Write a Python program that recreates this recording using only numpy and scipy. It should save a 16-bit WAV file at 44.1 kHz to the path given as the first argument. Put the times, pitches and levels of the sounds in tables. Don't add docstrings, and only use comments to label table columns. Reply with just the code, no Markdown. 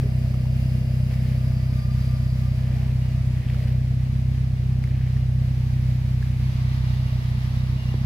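import sys
import numpy as np
from scipy import signal
from scipy.io import wavfile
from scipy.ndimage import uniform_filter1d, map_coordinates

SR = 44100
rng = np.random.default_rng(int(sys.argv[2]) if len(sys.argv) > 2 else 0)


def wav_out(sig):
    wavfile.write(sys.argv[1], SR, np.round(np.clip(np.atleast_2d(sig).T, -1, 1) * 32767).astype(np.int16))


N = 355005
TIME = np.arange(N) / SR

# t/s, firing rate/Hz
IDLE_HUNT = [(0.0, 32.014), (0.38, 31.516), (0.58, 31.896), (1.1, 31.805), (2.2, 31.716), (3.6, 31.553),
             (4.2, 32.103), (6.35, 31.482), (6.65, 31.881), (7.35, 31.335), (8.05, 32.213)]
CYLINDER_BALANCE = [0.32, 1, -0.15, 0.99]
# t/s, level/dB against a normal firing
WEAK_BURNS = [(1.818, -5.5), (3.433, -9), (3.625, -0.5), (4.067, -2.5), (4.566, -4), (4.63, -1),
              (4.882, -2), (5.544, -3), (6.526, -2.5), (7.094, -2.5), (7.222, -4), (7.668, -2),
              (7.794, -2.5), (7.825, -5)]
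# multiple of the firing rate, relative level/dB
BOOM_ORDERS = [(1, -25), (1.5, -24), (2, -4), (3, -5), (3.5, -14.5), (4, 0.5), (5, -12), (6, -18),
               (6.5, -29), (7, -15.5), (8, -34), (9, -38), (10, -43), (11, -39.5)]
# multiple of the firing rate, left minus right/dB
ORDER_PAN = [(2, -3.3), (4, 1.0)]
# t/s, boom/dB, gas rush/dB
PIPE_FADERS = [(0, -21.4, -48), (2.3, -21.4, -53), (4.6, -21, -50.5), (5.5, -20.5, -50),
               (6.9, -21.5, -51.5), (8.05, -22.5, -50)]
# t/s, left-ear lag of the bay/ms, share of the bay heard from the open side/0-1,
# tailpipe left minus right/dB, tailpipe overtone lift/dB
WALK_PATH = [(0, 0.21, 0, 0.2, 2), (2.9, 0.17, 0.13, 0.3, -0.5), (3.6, -0.33, 0.12, 0.2, -1),
             (5.7, -0.32, 0.2, -0.6, -4), (6.35, -0.31, 0.25, 0, -2.5), (6.7, -0.29, 0.96, -1.1, -2.3),
             (8.05, -0.25, 0.85, -1.0, 1)]
# f/Hz, relative density/dB
RUMBLE_COLOUR = [(18, -9), (30, -19), (48, -21), (75, -5), (115, -17.5), (175, -0.5), (210, -3.5),
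                 (245, -12), (330, -28.5), (500, -61)]
GAS_COLOUR = [(150, -4), (270, 1.5), (350, -1.5), (450, -4.5), (620, -3.5), (800, -8), (1100, -26),
              (1600, -30), (4000, -51)]
SCREENED_COLOUR = [(300, 1.5), (900, -2), (1450, 1), (2000, 5.5), (2500, 4), (3200, -4), (4500, -2.5),
                   (5600, -7.5), (7000, -11.5), (9000, -12.5), (14000, -45)]
OPEN_COLOUR = [(300, -20.5), (950, 4.5), (1450, -3), (2000, 2), (2700, -2.5), (4200, -2), (5300, -7.5),
               (7000, -19.5), (9000, -19), (14000, -41)]
SIZZLE_COLOUR = [(5000, -11), (7500, -6.5), (8700, -15.5), (10200, -7.5), (12000, 1), (14000, -6),
                 (16000, -9)]
# f/Hz, width/Hz, screened level/dB, open level/dB
BELT_WHINES = [(630, 35, -70, -58), (1190, 16, -68, -60.5), (1980, 90, -69, -56.5), (2830, 5, -73, -63),
               (5371, 28, -73, -65.5), (10735, 30, -80, -74)]
# f/Hz, width/Hz, level at the flank/dB, swell length/s, lift at the wheel arch/dB
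FLANK_TONES = [(490, 40, -57, 6, 0), (570, 9, -55, 7, 0), (612, 18, -58, 8, 3), (662, 24, -55, 7, -1),
               (1010, 15, -70, 8, 6), (1192, 13, -70, 6, 17), (2770, 90, -56.5, 1.7, 0),
               (4748, 22, -67, 5.5, 10.5), (4850, 400, -60, 4.5, 3)]
# t/s, ring level/dB, f/Hz, t60/s, crack/dB against the ring
GRIT_HITS = [(.037, -30.5, 399, 0.088, -30), (0.061, -32.5, 396, 0.068, -30),
             (0.342, -34.5, 1250, 0.01, -5), (.4555, -37.5, 950, .02, -8), (3.38, -36, 313, 0.029, -30),
             (3.546, -36, 1380, 0.014, -7), (4.7905, -41, 13500, .003, -18),
             (4.8397, -31.5, 2140, 0.014, -8.5), (4.875, -36, 1940, 0.008, -14),
             (5.1673, -39, 1850, 0.014, -18), (6.2265, -32.5, 1710, 0.019, -13),
             (7.942, -18, 334, 0.011, -45)]
# t/s, length/s, rasp/dB, sandy hiss/dB, dull rub/dB
SHOE_DRAGS = [(1.125, 0.043, -50.5, -54, -55), (1.254, 0.3, -54, -72, -62), (2.772, 0.4, -54, -71, -50),
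              (3.423, 0.18, -51.5, -86, -56), (3.642, 0.29, -52.5, -56.5, -49.5),
              (4.99, 0.21, -53, -69, -59), (6.453, 0.39, -59, -78, -69)]
# f/Hz, relative density/dB
RASP_COLOUR = [(800, -24), (1400, -26), (1850, 8.5), (2400, 6), (3100, -0.5), (5000, -22), (9000, -41)]
SAND_COLOUR = [(2000, -16), (4000, 19), (8000, -7), (12000, 7), (16000, 1)]
RUB_COLOUR = [(250, -4), (420, 1), (650, -1), (1000, -11)]
# t/s, length/s, level/dB
BELT_CHIRPS = [(3.074, 0.13, -56.5), (7.05, .3, -56), (7.86, .2, -51)]
# f/Hz, likeness of the two ears/0-1
EAR_LIKENESS = [(60, 0), (130, 0.24), (290, 0.95), (640, 0.92), (1400, 0.11), (3000, 0.1), (7000, 0.14),
                (15000, 0.05)]

FLANK_S, FLANK_LENGTH_S = 0.76, 2
ARCH_S, ARCH_LENGTH_S = 2.03, 1.05
SHADE_S, SHADE_LENGTH_S = 4.5, 2.6
CUTOFF_HZ = 15800


def from_db(db):
    return 10 ** (np.asarray(db) / 20)


def rms_one(x):
    return x / np.sqrt(np.mean(x ** 2) + 1e-20)


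def automation(rows):
    s, *columns = np.transpose(rows)
    return [np.interp(TIME, s, c) for c in columns]


def at_pitch(points, pitch):
    known, values = np.transpose(points)
    return np.interp(np.log(pitch), np.log(known), values)


def pan(db):
    return from_db(np.vstack([db, -db]) / 2)


def swell(s, length, edge=2):
    return np.exp(-np.abs(2 * (TIME - s) / length) ** edge)


def wobble(cycle):
    return map_coordinates(rng.standard_normal(int(cycle[-1]) + 3), [cycle], order=3, mode="nearest")


def throb(cycle, at, width, depth):
    offset = (cycle - at + .5) % 1 - .5
    return rms_one(1 + depth * np.exp(-(offset / width) ** 2))


def coloured_noise(colour, direct=0):
    edges = 20 * 2 ** (np.arange(30) / 3)
    white, mid_side = rng.standard_normal((2, 2, N)), np.zeros((2, N))
    for k, (low, high) in enumerate(zip(edges, edges[1:])):
        hz = np.sqrt(low * high)
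        if high > colour[0][0] and low < colour[-1][0]:
            alike = np.clip(direct + (1 - direct) * at_pitch(EAR_LIKENESS, hz), 0, 1)
            bandpass = signal.butter(2, [low, high], "band", fs=SR, output="sos")
            gains = from_db(at_pitch(colour, hz)) * np.sqrt([[1 + alike], [1 - alike]])
            mid_side += gains * signal.sosfilt(bandpass, white[k % 2])
    mid, side = mid_side
    return rms_one(np.array([mid + side, mid - side]))


def whine(hz, width, shared=1.65):
    drive = rng.standard_normal((2, N)) + shared * rng.standard_normal(N)
    r = np.exp(-2 * np.pi * width / SR)
    b = np.array([1, 0, -1]) * (1 - r * r) / 2
    a = [1, -2 * r * np.cos(2 * np.pi * hz / SR), r * r]
    return rms_one(signal.lfilter(b, a, signal.lfilter(b, a, drive)))


def ear_delay(x, lag_ms):
    shift = lag_ms / 2000 * SR
    return np.array([map_coordinates(ear, [np.arange(N) - side * shift], order=3, mode="nearest")
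                     for ear, side in zip(x, (1, -1))])


def firing_rate(stumble_hz=1.1, recovery_s=.11):
    sag = sum((1 - from_db(db)) * (TIME > s) * np.exp(-np.abs(TIME - s) / recovery_s)
              for s, db in WEAK_BURNS)
    return automation(IDLE_HUNT)[0] - stumble_hz * sag


def firings(spread_db=0.5):
    cycle = np.cumsum(firing_rate()) / SR + .115
    count = int(cycle[-1]) + 2
    burn_db = np.resize(CYLINDER_BALANCE, count) + spread_db * rng.standard_normal(count)
    for s, db in WEAK_BURNS:
        burn_db[round(np.interp(s, TIME, cycle))] = db
    strength = from_db(burn_db)[(cycle + .25).astype(int)]
    soften = signal.butter(2, 45, fs=SR)
    return cycle, 1 + signal.filtfilt(*soften, strength - 1)


def tailpipe(cycle, strength, overtones_db, uneven_db=1.01, jitter_cycles=.006):
    boom_db, gas_db = automation(PIPE_FADERS)
    phase = 2 * np.pi * (cycle + jitter_cycles * wobble(cycle))
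    boom = 0
    for order, db in BOOM_ORDERS:
        lift_db = overtones_db * np.clip(order / 2 - 2, 0, 1)
        gain = from_db(db + uneven_db * wobble(cycle) + lift_db)
        held_back = .4 * max(order - 3, 0)
        boom -= gain * np.cos(order * phase - held_back) * pan(at_pitch(ORDER_PAN, order))
    rumble = from_db(-20) * coloured_noise(RUMBLE_COLOUR)
    puffs = coloured_noise(GAS_COLOUR) * throb(cycle, at=0.21, width=0.13, depth=0.54)
    return from_db(boom_db) * (rms_one(boom) * strength + rumble) + from_db(gas_db) * puffs


def engine_bay(cycle, open_share, screened_db=-49, open_db=-45.5):
    screened = np.sqrt(1 - open_share) * from_db(screened_db) * coloured_noise(SCREENED_COLOUR)
    exposed = np.sqrt(open_share) * from_db(open_db) * coloured_noise(OPEN_COLOUR)
    sizzle_db = -60 - 0.5 * open_share + 2 * swell(FLANK_S, FLANK_LENGTH_S)
    sizzle = from_db(sizzle_db) * coloured_noise(SIZZLE_COLOUR) * pan(-2.6)
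    shade = swell(SHADE_S, SHADE_LENGTH_S)
    hiss = from_db(-1.6 * shade) * (screened + exposed) + from_db(-4 * shade) * sizzle
    ticking = throb(cycle, at=.17, width=.04, depth=.25)
    flutter = from_db(0.83 * wobble(cycle / 2))
    return hiss * ticking * flutter


def belt_whines(open_share, trim_db=1.2):
    return sum(from_db(screened_db + open_share * (open_db - screened_db) + trim_db) * whine(hz, width)
               for hz, width, screened_db, open_db in BELT_WHINES)


def flank_hum(trim_db=-0.74):
    arch, out = swell(ARCH_S, ARCH_LENGTH_S), np.zeros((2, N))
    for hz, width, db, length, arch_db in FLANK_TONES:
        bloom = 1 + arch * (from_db(arch_db) - 1)
        out += from_db(db + trim_db) * swell(FLANK_S, length) * bloom * whine(hz, width)
    return out


def grit_clicks(crack_t60=0.0083, crack_hz=5000, upper_ratio=2.22, upper_db=-1):
    out, t = np.zeros((2, N)), TIME[:SR // 10]
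    white = rng.standard_normal((len(GRIT_HITS), 2, len(t)))
    bursts = signal.lfilter(*signal.butter(1, crack_hz, fs=SR), white)
    for (s, db, hz, t60, crack_db), burst in zip(GRIT_HITS, bursts):
        ring = np.sin(2 * np.pi * hz * t) * from_db(-60 * t / t60)
        upper = from_db(upper_db) * np.sin(2 * np.pi * min(upper_ratio * hz, CUTOFF_HZ) * t)
        crack = (rms_one(burst) + upper) * from_db(crack_db - 60 * t / crack_t60)
        start = round(s * SR)
        out[:, start:start + len(t)] += from_db(db) * (ring + crack)[:, :N - start]
    return out


def shoe_scuffs(grain_db=4.5):
    rasp = coloured_noise(RASP_COLOUR, direct=1.0)
    sand, rub = coloured_noise(SAND_COLOUR), coloured_noise(RUB_COLOUR)
    roughness = rms_one(uniform_filter1d(rng.standard_normal(N), size=120))
    grains = rms_one(from_db(grain_db * roughness))
    out = np.zeros((2, N))
    for s, length, rasp_db, sand_db, rub_db in SHOE_DRAGS:
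        scrape = grains * (from_db(rasp_db) * rasp + from_db(sand_db) * sand)
        out += swell(s, length, edge=3) * (scrape + from_db(rub_db) * rub)
    return out


def belt_chirps(hz=2830, width_hz=18):
    return sum(from_db(db) * swell(s, length) for s, length, db in BELT_CHIRPS) * whine(hz, width_hz)


def scene():
    lag_ms, open_share, pipe_pan_db, overtones_db = automation(WALK_PATH)
    cycle, strength = firings()
    exhaust = tailpipe(cycle, strength, overtones_db) * pan(pipe_pan_db)
    bay = engine_bay(cycle, open_share) + belt_whines(open_share) + flank_hum() + belt_chirps()
    return exhaust + ear_delay(bay, lag_ms) + shoe_scuffs() + grit_clicks()


def record(dry):
    return signal.sosfilt(signal.ellip(12, .1, 90, CUTOFF_HZ, fs=SR, output="sos"), dry)


dry = scene()
out = record(dry)
wav_out(out)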